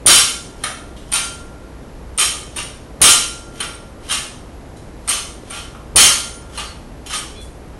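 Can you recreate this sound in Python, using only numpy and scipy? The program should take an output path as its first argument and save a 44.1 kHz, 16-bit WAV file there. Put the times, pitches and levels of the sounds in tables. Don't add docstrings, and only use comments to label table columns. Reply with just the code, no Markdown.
import sys
import numpy as np
from scipy import signal
from scipy.fft import rfft, irfft
from scipy.io import wavfile

SR = 44100
rng = np.random.default_rng(int(sys.argv[2]) if len(sys.argv) > 2 else 0)


def master(y):
    cut = np.clip(np.atleast_2d(y).T, -1, 1)
    pcm = np.round(cut * 32767)
    wavfile.write(sys.argv[1], SR, pcm.astype(np.int16))


N = 343539
T_S = np.arange(SR) / SR
GRID_HZ = abs(np.fft.fftfreq(8192, 1 / SR))

# t/s, far-end lag/s, far-end level/dB, rebound level/dB,
# rebound length/s, bar note level/dB
DROPS = [(.060, 0.03, -5, -8, 0.048, -31.5), (3.015, .023, -6, -7, 0.024, -27.5),
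         (5.958, .019, -3.5, -14, .07, -30.5)]
# t/s, knock level/dB, knock length/s, chatter level/dB, slide level/dB,
# collar level/dB, bar note level/dB
BUMPS = [(.636, -25.5, 0.0078, -38, -43.5, -29, -42), (3.602, -28, 0.0057, -32.5, -39.5, -30.5, -39),
         (6.574, -30, 0.017, -33.5, -38, -38, -49)]
# t/s, far-end lag/s, level/dB, rattle length/s,
# slide level/dB, near collar level/dB, far collar level/dB, bar note level/dB
JOLTS = [ (1.116, 0.017, -17.5, 0.049, -48, -28, -22.5, -29.5),
         (2.176, 0.015, -13.5, 0.047, -57, -26, -22, -48), (2.560, .010, -27, 0.029, -47, -31.5, -47, -55),
         (4.086, .021, -19, 0.034, -40.5, -41, -44, -55), (5.075, .013, -18.5, 0.047, -50, -31, -21, -40.5),
         (5.499, 0.02, -30.5, 0.069, -45, -37.5, -59, -42.5),
         (7.089, 0.031, -23, 0.046, -57, -58, -53, -60)]
# t/s, level/dB, length/s, tilt/(dB per octave)
CLINKS = [(0.958, -46.5, .035, -0.5), (3.002, -44, 0.0045, -7.5), (4.765, -48.5, 0.0064, 3.5),
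          (5.745, -44.5, .01, -8), (7.058, -34.5, 0.018, 0), (7.401, -42.5, .023, 6)]
# t/s, length/s, f/Hz,
# level/dB
WHISTLES = [(3.743, .018, 8730, -46), (4.108, .013, 3210, -30.5), (6.293, 0.14, 9500, -44),
            (6.581, 0.18, 4390, -43), (6.64, 0.065, 4780, -48.5), (7.146, 0.069, 8700, -33),
            (7.339, 0.12, 3415, -44), (7.34, .09, 2440, -54), (7.352, .09, 4100, -51)]
# f/Hz, width/Hz, relative level/dB
STEEL_MODES = [(1209, 82, 6.5), (1388, 53, 2), (1570, 51, 2), (2216, 48, 0.5), (2485, 70, 0),
               (2840, 160, 3.5), (3107, 86, 11), (3567, 77, 4), (4010, 75, 5.5), (4375, 36.2, 5),
               (4777, 55, 4), (5250, 31, 6), (5543, 78, 6), (5795, 28, 3.5), (6214, 47, 7), (6676, 86, 3),
               (7126, 61, 2.5), (7660, 49, 2.5), (7880, 50, 1.5), (8250, 34, 4), (8720, 98, 0.5),
               (9100, 220, 5.5), (9950, 40, 4.5), (10570, 39, 2.5), (10350, 89, -0.5), (10910, 58, 3.5),
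               (11740, 13.35, -21.5)]
# f/Hz, relative density/(dB per Hz)
CLATTER = [(100, -25.5), (400, -15.5), (850, -5.5), (1300, -15), (1800, -2.5), (3000, -3), (4500, -8),
           (7500, -16.5), (10000, -24.5), (12000, -3)]
# f/Hz, relative density/(dB per Hz)
THUD = [(20, -13.5), (70, -1), (160, -2.5), (350, -3), (650, -6), (1000, -14), (2000, -29.5), (8000, -67.5)]
# f/Hz, relative level/dB, t60/s
BAR_MODES = [(1387, -0.5, 1.48), (1386, -1.5, 0.74)]
# ratio to its pitch, width/Hz, relative level/dB
COLLAR_MODES = [(1, 150, 4.5), (0.96, 250, -8), (1.3, 120, -12.5)]
# f/Hz, t60/s
ROOM_T60 = [(100, 0.49), (500, 0.57), (1500, 0.52), (3000, 0.5), (6000, 0.54), (9000, 0.51), (12000, 0.4)]
# f/Hz, relative density/(dB per Hz)
AIR = [(12, -29.5), (20, -2.5), (64, -2.5), (82, -7), (151, -8.5), (192, -12.5), (231, -10), (335, -11.5),
       (426, -13.5), (585, -15.5), (724, -18.5), (2890, -34), (3480, -36), (9050, -42), (11500, -40),
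       (15000, -83), (22000, -120)]

LAND_DB, LAND_S, CRASH_S, CRASH_TILT_DB_OCT = -6, .027, 0.043, 1.17
REBOUND_LAG_S, REBOUND_TILT_DB_OCT = .067, 2.8
THUD_DB, THUD_LEAD_S = -26.5, .005
DROP_COLLAR_DB, DROP_COLLAR_S, DROP_COLLAR_HZ = -9, .013, 9340
BUMP_TILT_DB_OCT, CHATTER_LAG_S, CHATTER_S, CHATTER_TILT_DB_OCT = -4.5, .021, 0.019, -0.5
BUMP_COLLAR_S, BUMP_COLLAR_HZ = 0.0092, 9360
SPIN_S, SPIN_HZ, SPIN_DB = 0.014, 4130, -39.5
NEAR_DB, NEAR_TILT_DB_OCT, NEAR_LENGTH_LAGS = -7, -1.3, 1.32
EVEN_DB, TILT_PER_DB = -19.5, 0.17
JOLT_COLLAR_S, JOLT_COLLAR_HZ = .012, 9070
SLIDE_STEP_S, SLIDE_GROWTH_DB, SLIDE_S, SLIDE_TILT_DB_OCT = .028, 5, 0.049, -.5
AIR_DB, HUM_HZ, HUM_DB = -36, 59.3, -45
INPUT_EDGE_HZ, OUTPUT_EDGE_HZ = 11750, 15900


def drops():
    out = np.zeros(N)
    for t_s, lag_s, far_db, rebound_db, rebound_s, note_db in DROPS:
        for at_s, db, length_s in (t_s, LAND_DB, LAND_S), (t_s + lag_s, far_db, CRASH_S):
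            add(out, at_s - THUD_LEAD_S, platform(THUD_DB))
            add(out, at_s, plates(db, length_s, CRASH_TILT_DB_OCT))
        add(out, t_s, collar(DROP_COLLAR_DB, DROP_COLLAR_S, DROP_COLLAR_HZ))
        rebound = plates(rebound_db, rebound_s, REBOUND_TILT_DB_OCT)
        add(out, t_s + REBOUND_LAG_S, rebound + bar(note_db))
    return out


def jolts():
    out = np.zeros(N)
    for t_s, lag_s, db, length_s, slide_db, near_collar_db, far_collar_db, note_db in JOLTS:
        tilt = TILT_PER_DB * (db - EVEN_DB)
        out += slide(t_s, slide_db)
        add(out, t_s, plates(db + NEAR_DB, NEAR_LENGTH_LAGS * lag_s, tilt + NEAR_TILT_DB_OCT))
        add(out, t_s + lag_s, plates(db, length_s, tilt) + bar(note_db))
        for at_s, collar_db in (t_s, near_collar_db), (t_s + lag_s, far_collar_db):
            add(out, at_s, collar(collar_db, JOLT_COLLAR_S, JOLT_COLLAR_HZ))
    return out


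def bumps():
    out = np.zeros(N)
    for t_s, db, length_s, chatter_db, slide_db, collar_db, note_db in BUMPS:
        out += slide(t_s, slide_db)
        add(out, t_s, plates(db, length_s, BUMP_TILT_DB_OCT))
        add(out, t_s, collar(collar_db, BUMP_COLLAR_S, BUMP_COLLAR_HZ))
        add(out, t_s, bar(note_db))
        add(out, t_s, sleeve(SPIN_DB, SPIN_S, SPIN_HZ))
        add(out, t_s + CHATTER_LAG_S, plates(chatter_db, CHATTER_S, CHATTER_TILT_DB_OCT))
    return out


def handling():
    out = np.zeros(N)
    for t_s, db, length_s, tilt_db_oct in CLINKS:
        add(out, t_s, plates(db, length_s, tilt_db_oct))
    for t_s, length_s, hz, db in WHISTLES:
        add(out, t_s, sleeve(db, length_s, hz))
    return out


def slide(knock_s, last_db, count=3):
    out = np.zeros(N)
    for k in range(count):
        slip = plates(last_db - k * SLIDE_GROWTH_DB, SLIDE_S, SLIDE_TILT_DB_OCT)
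        add(out, knock_s - (k + 1) * SLIDE_STEP_S, slip)
    return out


def plates(db, length_s, tilt_db_oct, free_db=-10, damping_hz_per_db=3):
    steel = ring(STEEL_MODES, damping_hz_per_db * max(free_db - db, 0))
    tilt = shape([(750, -2 * tilt_db_oct), (12000, 2 * tilt_db_oct)])
    gain = np.hypot(shape(CLATTER), steel) * tilt
    return room(burst(colour(rattle(length_s), gain), db), wet_db=5.5)


def rattle(length_s, contacts_per_s=400, contact_t60_s=0.02, scrape=0.1):
    contacts = (rng.random(SR) < contacts_per_s / SR) * rng.exponential(1, SR)
    power = abs(convolve(contacts, dying(contact_t60_s) ** 2))
    rise = 1 - np.exp(-5 * T_S / length_s)
    fall = np.exp(-(T_S / length_s) ** 2)
    grit = np.sqrt(power / power.mean() + scrape)
    return rise * fall * grit * rng.standard_normal(SR)


def platform(db, thud_t60_s=0.084):
    push = rng.standard_normal(SR) * dying(thud_t60_s)
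    return burst(room(colour(push, shape(THUD)), wet_db=3.5), db)


def collar(db, length_s, hz, slaps_per_s=1200):
    gain = ring([(ratio * hz, width_hz, level_db) for ratio, width_hz, level_db in COLLAR_MODES])
    return room(burst(colour(rattle(length_s, slaps_per_s), gain), db), wet_db=-2)


def bar(db, rise_s=0.0052):
    note = sum(amp(level_db) * dying(t60_s) * np.exp(2j * np.pi * hz * T_S)
               for hz, level_db, t60_s in BAR_MODES)
    sway = 1 + .18 * (drift(SR, hz=16) + 1j * drift(SR, hz=16))
    return amp(db) * (1 - np.exp(-T_S / rise_s)) * (sway * note).real


def sleeve(db, length_s, hz, wobble=0.0086):
    cycles = np.cumsum(hz * (1 + wobble * drift(SR, hz=250))) / SR
    envelope = np.sin(np.pi * np.minimum(T_S / length_s, 1))
    return burst(room(envelope * np.sin(2 * np.pi * cycles), wet_db=-10), db)


def room(x, wet_db, build_s=0.00069):
    hz, t_s, z = signal.stft(rng.standard_normal(SR), SR, nperseg=256)
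    z = z * 1000 ** (-t_s / read(ROOM_T60, hz)[:, None])
    tail = signal.istft(z, SR)[1][:SR] * (1 - np.exp(-T_S / build_s))
    wet = amp(wet_db) * convolve(x, unit(tail))
    return (x + wet) / np.hypot(1, amp(wet_db))


def ventilation(waver=.35):
    rush = amp(AIR_DB) * np.sqrt(N) * unit(colour(rng.standard_normal(N), shape(AIR)))
    sway = 1 + waver * (drift(N, hz=3) + 1j * drift(N, hz=3))
    hum = (sway * np.exp(2j * np.pi * HUM_HZ * np.arange(N) / SR)).real
    return rush + amp(HUM_DB) * np.sqrt(2) * hum


def amp(db):
    return 10 ** (np.asarray(db) / 20)


def unit(x):
    return x / np.sqrt(np.sum(x ** 2) + 1e-20)


def burst(x, db):
    return amp(db) * np.sqrt(SR / 10) * unit(x)


def read(points, hz):
    f_hz, value = np.transpose(points)
    return np.interp(np.log(hz + 1), np.log(f_hz + 1), value)


def shape(points):
    return amp(read(points, GRID_HZ))


def ring(modes, damping_hz=0):
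    hz, width_hz, db = np.transpose(modes)[:, :, None]
    damped_hz = width_hz + damping_hz
    power = amp(db) ** 2 * width_hz / damped_hz / (1 + (2 * (GRID_HZ - hz) / damped_hz) ** 2)
    return np.sqrt(np.sum(power, axis=0))


def colour(x, gain):
    spectrum = np.exp(np.conj(signal.hilbert(np.log(gain))))
    taps = np.fft.ifft(spectrum).real
    return convolve(x, taps[:len(taps) // 2])


def convolve(x, response):
    return signal.fftconvolve(x, response)[:len(x)]


def dying(t60_s):
    return 1000 ** (-T_S / t60_s)


def drift(count, hz):
    low = np.exp(-(np.fft.rfftfreq(count, 1 / SR) / hz) ** 2)
    return unit(irfft(rfft(rng.standard_normal(count)) * low, count)) * np.sqrt(count)


def add(mix, t_s, sound):
    part = mix[max(round(t_s * SR), 0):][:len(sound)]
    part += sound[:len(part)]


def scene():
    return (drops() + jolts() + bumps() + handling() + ventilation())[None]


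def low_pass(x, hz):
    taps = signal.firwin(511, hz, window=("kaiser", 9), fs=SR)
    return signal.oaconvolve(x, taps[None], "same")


def record(dry, splash_db=-5):
    fine = signal.resample_poly(low_pass(dry, INPUT_EDGE_HZ), 3, 1, axis=1)
    clipped = signal.resample_poly(np.clip(fine, -.65, .65), 1, 3, axis=1)
    band = low_pass(clipped, INPUT_EDGE_HZ + 150)
    splash = clipped - band
    return low_pass(band + amp(splash_db) * splash, OUTPUT_EDGE_HZ)


dry = scene()
out = record(dry)
master(out)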